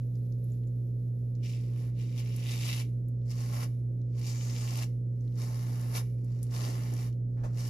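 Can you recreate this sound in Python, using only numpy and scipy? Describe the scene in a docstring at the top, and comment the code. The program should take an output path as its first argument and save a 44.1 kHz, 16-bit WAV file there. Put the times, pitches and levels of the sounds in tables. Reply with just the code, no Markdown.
"""Wet shave in a small bathroom, close stereo microphone; an extractor fan hums throughout.
First, fresh foam fizzes and ticks. From 1.4 s, seven razor strokes: hairs snap in a dense crackle,
the head drags on the skin, lather squelches; foam and cartridge tick now and then.
The blades zing in the fourth stroke; near 6 s the head flicks off the skin and rings.
Soft hand bumps follow from 6.6 s, then two dull arm thumps before the short last stroke."""
import sys
import numpy as np
from scipy import signal
from scipy.fft import rfft, irfft, next_fast_len
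from scipy.io import wavfile

SR = 44100
rng = np.random.default_rng(int(sys.argv[2]) if len(sys.argv) > 2 else 0)


def master(y):
    """Save y as 16-bit WAV."""
    cut = np.clip(np.atleast_2d(y).T, -1, 1)
    pcm = np.round(cut * 32767)  # scale
    wavfile.write(sys.argv[1], SR, pcm.astype(np.int16))


N = 339129
TIME_S = np.arange(N) / SR
N_FFT = next_fast_len(N + SR)
FREQS_HZ = np.maximum(np.arange(N_FFT // 2 + 1) * SR / N_FFT, 1)
FIELDS = 3  # sound fields: shared, left only, right only


def razor(fine_db=-1.0, coarse_db=-3.0, drag_db=6.5, lather_db=-0.5, judder_db=1.9, judder_hz=85):
    """Blades cut fine and coarse hairs; the head catches and slips, shaking all contacts together."""
    # spectra of stubble, coarse hairs, skin drag and wet lather: freq_hz, density_db
    fine_spectrum = [(2500, -16), (3700, -15), (4300, 1), (5400, 0), (6500, -1.5), (7500, 1.5), (9000, -8),
                     (12000, -10)]
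    coarse_spectrum = [(1600, -15.5), (1950, -8), (2250, -6.5), (2550, 3.5), (2950, -2.5), (3400, -1.5),
                       (3900, -4.5), (5500, -7), (9000, -37.5)]
    drag_spectrum = [(130, -17), (260, -11), (500, -1), (780, 0), (1120, -2), (1380, -7), (1700, -7.5),
                     (2400, -21)]
    lather_spectrum = [(5000, -7), (7000, -6), (8800, -10.5), (10500, 2.5), (12500, -5.5), (15000, -16)]
    fine, coarse, drag, lather = stroke_gains()
    lather = np.maximum(lather, settling(lather))
    cutting = from_db(fine_db) * fine * colour(snaps(per_s=4200, spread_db=4), fine_spectrum)
    tugging = from_db(coarse_db) * coarse * colour(snaps(per_s=1400, spread_db=3), coarse_spectrum)
    rubbing = from_db(drag_db) * drag * colour(snaps(per_s=4000, spread_db=0.5), drag_spectrum)
    squelch = from_db(lather_db) * lather * colour(snaps(per_s=4100, spread_db=3), lather_spectrum)
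    contacts = cutting + tugging + rubbing + squelch + zing()
    judder = unit_rms(resonate(drift(2 * judder_hz), judder_hz, judder_hz))
    return contacts * from_db(judder_db * judder)


def stroke_gains(touch_db=-23, rest_db=-21.5, land_db_per_s=87.5, lift_db_per_s=480, heap_db=7):
    """Gains of fine hairs, coarse hairs, drag and lather as the head lands, rests, pulls and lifts."""
    # razor strokes, coarse and drag relative to fine stubble: start_s, lift_s, attack_s,
    # fine_start_db, fine_lift_db, coarse_db, drag_start_db, drag_lift_db, wet_db, rest_s
    strokes = [(1.438, 1.888, 0.032, -68.5, -76.5, 0.5, -16.5, 4, 0, .06),
               (1.983, 2.808, 0.1, -70, -50.5, 1.5, -8, -10, 1.5, .1),
               (3.298, 3.636, 0.069, -61, -54, -7, -10.5, 0.5, -2, 0.049),
               (4.178, 4.825, 0.072, -59.5, -49, -4.5, -10.5, -7, -6, 0.062),
               (5.387, 6.008, 0.061, -57, -65, -9.5, -5, 4, 0.5, 0.14),
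               (6.542, 7.081, 0.061, -50, -65.5, -6.5, -5, -1.5, -2.5, 0.23),
               (7.585, 7.733, 0.067, -52.5, -54.5, -9.5, -9, -7.5, -1, 0.11)]
    # dense stubble where the blades bite harder: time_s, rise_db, half_length_s
    patches = [(1.489, 11.5, 0.11), (1.807, 7.5, 0.05), (2.012, 7, 0.035), (2.191, 13, 0.024),
               (2.51, 8, 0.064), (2.666, 6.5, .06), (3.313, 11, 0.01), (3.408, 5, 0.032), (3.553, 3.5, .03),
               (3.634, 5, 0.0061), (4.287, 9, 0.044), (4.832, 6.5, 0.0094), (5.426, 4.5, 0.022),
               (5.966, 20, 0.036), (6.653, 4, .04), (7.016, 7, 0.055)]
    bite_db = sum(rise_db * bell(time_s, half_s) for time_s, rise_db, half_s in patches)
    gains = np.zeros((4, N))
    for start_s, lift_s, attack_s, *levels_db, rest_s in strokes:
        fine_start_db, fine_lift_db, coarse_db, drag_start_db, drag_lift_db, wet_db = levels_db
        along = np.clip((TIME_S - start_s) / (lift_s - start_s), 0, 1)
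        pull_db = np.maximum(touch_db * np.maximum(start_s - TIME_S, 0) / attack_s, rest_db)
        off_skin_db = land_db_per_s * np.maximum(start_s - rest_s - TIME_S, 0)
        off_skin_db += lift_db_per_s * np.maximum(TIME_S - lift_s, 0)
        pressure_db = pull_db - off_skin_db + fine_start_db + along * (fine_lift_db - fine_start_db)
        fine_db = pressure_db + bite_db
        drag_db = pressure_db + 0.57 * bite_db + drag_start_db + along * (drag_lift_db - drag_start_db)
        # lather is torn by both cut and drag, and heaps up ahead of the blades
        lather_db = (fine_db + drag_db) / 2 + wet_db + heap_db * (along - 0.5)
        on = off_skin_db < 60
        gains[:, on] += from_db([fine_db[on], fine_db[on] + coarse_db, drag_db[on], lather_db[on]])
    return gains


def settling(lather, stirred_db=-18.5, fall_db_per_s=74):
    """Gain of stirred lather, crackling on after the head has passed."""
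    fall_db = fall_db_per_s * TIME_S
    held_db = np.maximum.accumulate(20 * np.log10(lather + 1e-9) + fall_db) - fall_db
    return from_db(held_db + stirred_db)


def razor_head(x, gain_db=-1.13, sway_db=2.2, sway_hz=2):
    """The hollow cartridge rings and swallows pitches in between; each mode sways as the head tilts."""
    # dips between modes: freq_hz, width_hz, depth_db
    hollows = [(1570, 250, -5), (2520, 160, -6), (3520, 120, -3)]
    # cartridge modes: freq_hz, width_hz, gain_db
    modes = [(2110, 120, 5), (2320, 110, 7.5), (2800, 170, 2), (2990, 150, 0.5), (3720, 140, 0),
             (4720, 130, -3), (5300, 150, 1.5), (5700, 160, -4), (6250, 300, -4), (8200, 300, -1)]
    for hz, width_hz, db in hollows:
        x = x - (1 - from_db(db)) * resonate(x, hz, width_hz)
    rings = sum(from_db(db + sway_db * drift(sway_hz)) * resonate(x, hz, width_hz)
                for hz, width_hz, db in modes)
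    return from_db(gain_db) * (x + rings)


def thick_hairs(gain_db=1.5, ring_hz=3500, width_hz=2400):
    """Single thick hairs give way, each a sharp click with the broad colour of the head."""
    # hair snaps: time_s, level_db
    hairs = [(2.5128, -32), (2.6825, -25), (2.699, -25), (2.7289, -23), (2.7328, -23), (4.2447, -40),
             (4.4109, -39), (4.564, -35), (4.8342, -34), (6.565, -35), (6.608, -33), (6.666, -34)]
    clicks = np.zeros((FIELDS, N))
    for time_s, db in hairs:
        clicks[:, round(time_s * SR)] = from_db(db + gain_db) * rng.choice([-1, 1], FIELDS)
    click_peak = resonate(signal.unit_impulse(SR // 100), ring_hz, width_hz).max()
    return resonate(clicks, ring_hz, width_hz) / click_peak


def zing(start_s=4.25, length_s=0.41, edge_s=0.023, level_db=-57, ring_hz=6850, width_hz=900):
    """The blades ring on the long stroke down the neck."""
    end_s = start_s + length_s
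    gate = np.interp(TIME_S, [start_s - edge_s, start_s, end_s, end_s + edge_s], [0, 1, 1, 0])
    ring = resonate(snaps(per_s=2700, spread_db=3), ring_hz, width_hz)
    return from_db(level_db) * gate * unit_rms(ring)


def flick(time_s=5.968, half_length_s=0.02, level_db=-49.5, modes_hz=(2320, 3700, 6150), width_hz=140):
    """Leaving the skin, the cartridge is undamped and the last hairs set it ringing."""
    hairs = snaps(per_s=3600, spread_db=6)
    ring = sum(resonate(hairs, hz, width_hz) for hz in modes_hz)
    return from_db(level_db) * bell(time_s, half_length_s) * unit_rms(ring)


def ticks():
    """Foam and cartridge tick finely; a light touch of the blades is a duller, wider click."""
    # foam and cartridge ticks: time_s, peak_db, ring_hz, width_hz
    fine_ticks = [(0.155, -52.5, 5270, 1520), (0.323, -51, 5280, 1200), (0.442, -47, 11050, 1400),
                  (0.52, -50.5, 7030, 500), (0.673, -53, 6900, 2000), (1.352, -50.5, 4950, 2200),
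                  (2.363, -33.5, 8440, 3500), (3.085, -47, 10900, 3000), (4.194, -45, 11100, 1500),
                  (4.774, -28.5, 9100, 3500), (5.812, -38, 8300, 3500), (6.246, -48, 8500, 3000),
                  (6.43, -26.5, 9100, 3500), (6.938, -33.5, 7800, 3500)]
    # blades touching skin between strokes: time_s, peak_db, ring_hz
    touches = [(0.635, -53, 1300), (3.217, -61, 2400), (4.016, -58, 4500), (5.208, -53, 6000),
               (5.278, -55, 3300), (5.324, -58, 4000), (7.127, -53, 3800)]
    out = np.zeros((FIELDS, N))
    for time_s, db, hz, width_hz in fine_ticks:
        add_at(out, time_s, from_db(db) * crack(hz, width_hz, decay_s=0.0015))
    for time_s, db, hz in touches:
        add_at(out, time_s, from_db(db) * crack(hz, width_hz=3500, decay_s=0.0014))
    return out


def crack(hz, width_hz, decay_s):
    """A short noise burst through one broad ring; peak 1."""
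    age_s = TIME_S[:SR // 50]
    burst = rng.standard_normal((FIELDS, len(age_s))) * np.exp(-age_s / decay_s)
    ring = resonate(resonate(burst, hz, width_hz), hz, max(hz, width_hz))
    return ring / np.abs(ring).max()


def foam(floor_db=-83.5, fresh_db=12, fresh_s=1.45, clump_db=1.8, clump_hz=5):
    """Tiny bubbles burst in clumps, most while the foam is fresh."""
    # bubble fizz: freq_hz, density_db
    spectrum = [(1200, -9), (2500, -6), (6500, -5), (8800, -8), (11000, 0), (13500, -3)]
    level_db = floor_db + fresh_db * bell(0, fresh_s) + clump_db * drift(clump_hz)
    return from_db(level_db) * colour(snaps(per_s=3000, spread_db=2.5), spectrum)


def hand_bumps(rise_s=0.0024, relative_width=0.85):
    """Flesh meets something firm: a soft puff that swells and dies."""
    # bumps and brushes of the hand: time_s, level_db, centre_hz, length_s
    bumps = [(6.625, -48, 260, 0.1), (6.918, -42.5, 245, 0.022), (7.366, -61.5, 600, 0.19),
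             (7.433, -46, 520, 0.027), (7.435, -59, 5500, 0.025)]
    out = np.zeros((FIELDS, N))
    age_s = TIME_S[:SR // 5]
    for time_s, db, hz, length_s in bumps:
        noise = rng.standard_normal((FIELDS, len(age_s)))
        thud = resonate(resonate(noise, hz, hz * relative_width), hz, 2 * hz)
        swell = (1 - np.exp(-age_s / rise_s)) * np.exp(-(age_s / length_s) ** 2 / 2)
        add_at(out, time_s, from_db(db) * unit_rms(thud) * swell)
    return out


def arm_thumps(centre_hz=36.2):
    """The arm pushes the air once and it swings back; mono."""
    # pushes of air: time_s, peak_db
    thumps = [(7.413, -42), (7.457, -36.5)]
    out = np.zeros(N)
    for time_s, db in thumps:
        swing = (np.pi * centre_hz * (TIME_S - time_s)) ** 2
        out += from_db(db) * (1 - 2 * swing) * np.exp(-swing)
    return out


def fan_hum(waver_rad=0.017, main_hz=120, waver_hz=1.6, left_over_right_db=-2.0):
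    """Close motor lines beat against each other; the higher ones waver more."""
    # mains orders and their shaft-rate sidebands: freq_hz, level_db
    lines = [(56.76, -55.5), (113.51, -56.5), (116.79, -65.5), (120.03, -32), (176.79, -61.5),
             (180.05, -64), (183.31, -55.5), (220.08, -65), (240.06, -54), (360.09, -68), (423.37, -64),
             (480.12, -69.5), (543.38, -70.5)]
    out = np.zeros(N)
    wander_rad = waver_rad * drift(waver_hz)
    for hz, db in lines:
        phase = 2 * np.pi * (hz * TIME_S + rng.random()) + wander_rad * hz / main_hz
        out += np.sqrt(2) * from_db(db) * np.sin(phase)
    return out * from_db(left_over_right_db * np.array([[0.5], [-0.5]]))


def fan_air(level_db=-45, cutoff_hz=615):
    """Air rushes dully through the fan housing."""
    # air rush: freq_hz, density_db
    spectrum = [(20, -19.5), (40, -15), (65, -9), (90, -13), (150, -5.5), (195, -13.5), (260, -10.5),
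                (350, -12), (400, -18), (520, -16), (660, -23.5)]
    rush = from_db(level_db) * colour(rng.standard_normal((FIELDS, N)), spectrum)
    return signal.sosfilt(signal.butter(5, cutoff_hz, fs=SR, output="sos"), rush)


def faint_hiss(level_db=-81.5):
    """A faint steady hiss."""
    # hiss: freq_hz, density_db
    spectrum = [(600, -3), (1150, 2), (2000, -3), (4500, -11), (13000, -10)]
    return from_db(level_db) * colour(rng.standard_normal((FIELDS, N)), spectrum)


def bathroom(fields, echo_db, echo_t60_s=0.06, tail_db=-12, tail_t60_s=0.25, gap_s=0.003):
    """Each field gets quick echoes off mirror and walls, and a faint tail."""
    age_s = TIME_S[:SR // 2]
    response = 0
    for t60_s, db in ((echo_t60_s, echo_db), (tail_t60_s, tail_db)):
        decay = rng.standard_normal((FIELDS, len(age_s))) * from_db(-60 * age_s / t60_s) * (age_s > gap_s)
        response += from_db(db) * decay / np.linalg.norm(decay, axis=1, keepdims=True)
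    return fields + irfft(rfft(fields, N_FFT) * rfft(response, N_FFT), N_FFT)[:, :N]


def microphone(fields):
    """Two ports mix the shared field with their own; level, phase and coherence vary with frequency."""
    # stereo pair: freq_hz, left_over_right_db, left_lead_rad, coherence
    ports = [(100, -1, 0.1, 1.0), (300, -5, 0.1, 0.82), (520, -7, 0.6, 0.13), (700, -1, 2.3, 0.61),
             (1050, 6, 2.3, 0.71), (1350, 2, 2.1, 0.18), (1600, -1, -0.6, 0.15), (2200, -3, -0.3, 0.77),
             (2600, -3, 1.7, 0.49), (3050, 11, 1.6, 0.43), (3750, 2, -0.1, 0.69), (4600, 1, -1.1, 0.51),
             (5700, 6, -0.2, 0.26), (6500, 3, -0.7, 0.2), (7400, 2, 2.2, 0.54), (8500, 0, 3.1, 0.95),
             (9500, 0, 3.2, 0.94), (10300, 0, 4.8, 0.63), (11100, 0, 6.2, 0.96), (12200, 0, 6.3, 0.96),
             (12900, 0, 7.4, 0.46)]
    balance_db, lead_rad, coherence = (at_freqs(ports, column) for column in (1, 2, 3))
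    shared, *own = rfft(fields, N_FFT)
    phase_shift = np.exp(np.outer([0.5j, -0.5j], lead_rad))
    pair = np.sqrt(coherence) * shared * phase_shift + np.sqrt(1 - coherence) * np.array(own)
    gains = from_db(np.outer([0.5, -0.5], balance_db))
    gains /= np.sqrt(np.mean(gains ** 2, axis=0))
    return irfft(pair * gains, N_FFT)[:, :N]


def snaps(per_s, spread_db):
    """Random clicks, most small, a few large; random sign in each field."""
    sizes = from_db(spread_db * np.minimum(rng.exponential(1, N), 4.5))
    hits = rng.random(N) < per_s / SR
    return sizes * hits * rng.choice([-1, 1], (FIELDS, N))


def resonate(x, hz, width_hz):
    """Two-pole resonance; peak gain 1."""
    radius = np.exp(-np.pi * width_hz / SR)
    feedback = [1, -2 * radius * np.cos(2 * np.pi * hz / SR), radius ** 2]
    return signal.lfilter(np.array([1, 0, -1]) * (1 - radius ** 2) / 2, feedback, x)


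def colour(x, spectrum):
    """Filter x by a spectrum table; rms 1."""
    return unit_rms(irfft(rfft(x, N_FFT) * from_db(at_freqs(spectrum)), N_FFT)[..., :N])


def drift(rate_hz):
    """Smooth random wander, mostly below rate_hz; rms 1."""
    noise = rfft(rng.standard_normal(N_FFT))
    return unit_rms(irfft(noise / (1 + (FREQS_HZ / rate_hz) ** 2), N_FFT)[:N])


def at_freqs(table, column=1):
    """A table column interpolated over log frequency."""
    rows = np.array(table)
    return np.interp(np.log(FREQS_HZ), np.log(rows[:, 0]), rows[:, column])


def bell(centre_s, half_length_s):
    return np.exp(-((TIME_S - centre_s) / half_length_s) ** 2)


def add_at(out, start_s, sound):
    out[:, round(start_s * SR):][:, :sound.shape[1]] += sound


def from_db(db):
    return 10 ** (np.asarray(db) / 20)


def unit_rms(x):
    return x / np.sqrt(np.mean(x ** 2) + 1e-20)


def scene():
    """Shaving in the room, over the fan's air and hum."""
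    shave = razor_head(razor() + thick_hairs()) + flick() + foam() + hand_bumps()
    in_room = bathroom(shave, echo_db=-4) + bathroom(ticks(), echo_db=-6)
    background = faint_hiss() + fan_air()
    return microphone(in_room + background) + fan_hum() + arm_thumps()


def record(dry):
    """Steep low-pass at 13.5 kHz."""
    return signal.sosfilt(signal.ellip(10, 0.1, 80, 13500, fs=SR, output="sos"), dry)


dry = scene()
out = record(dry)
master(out)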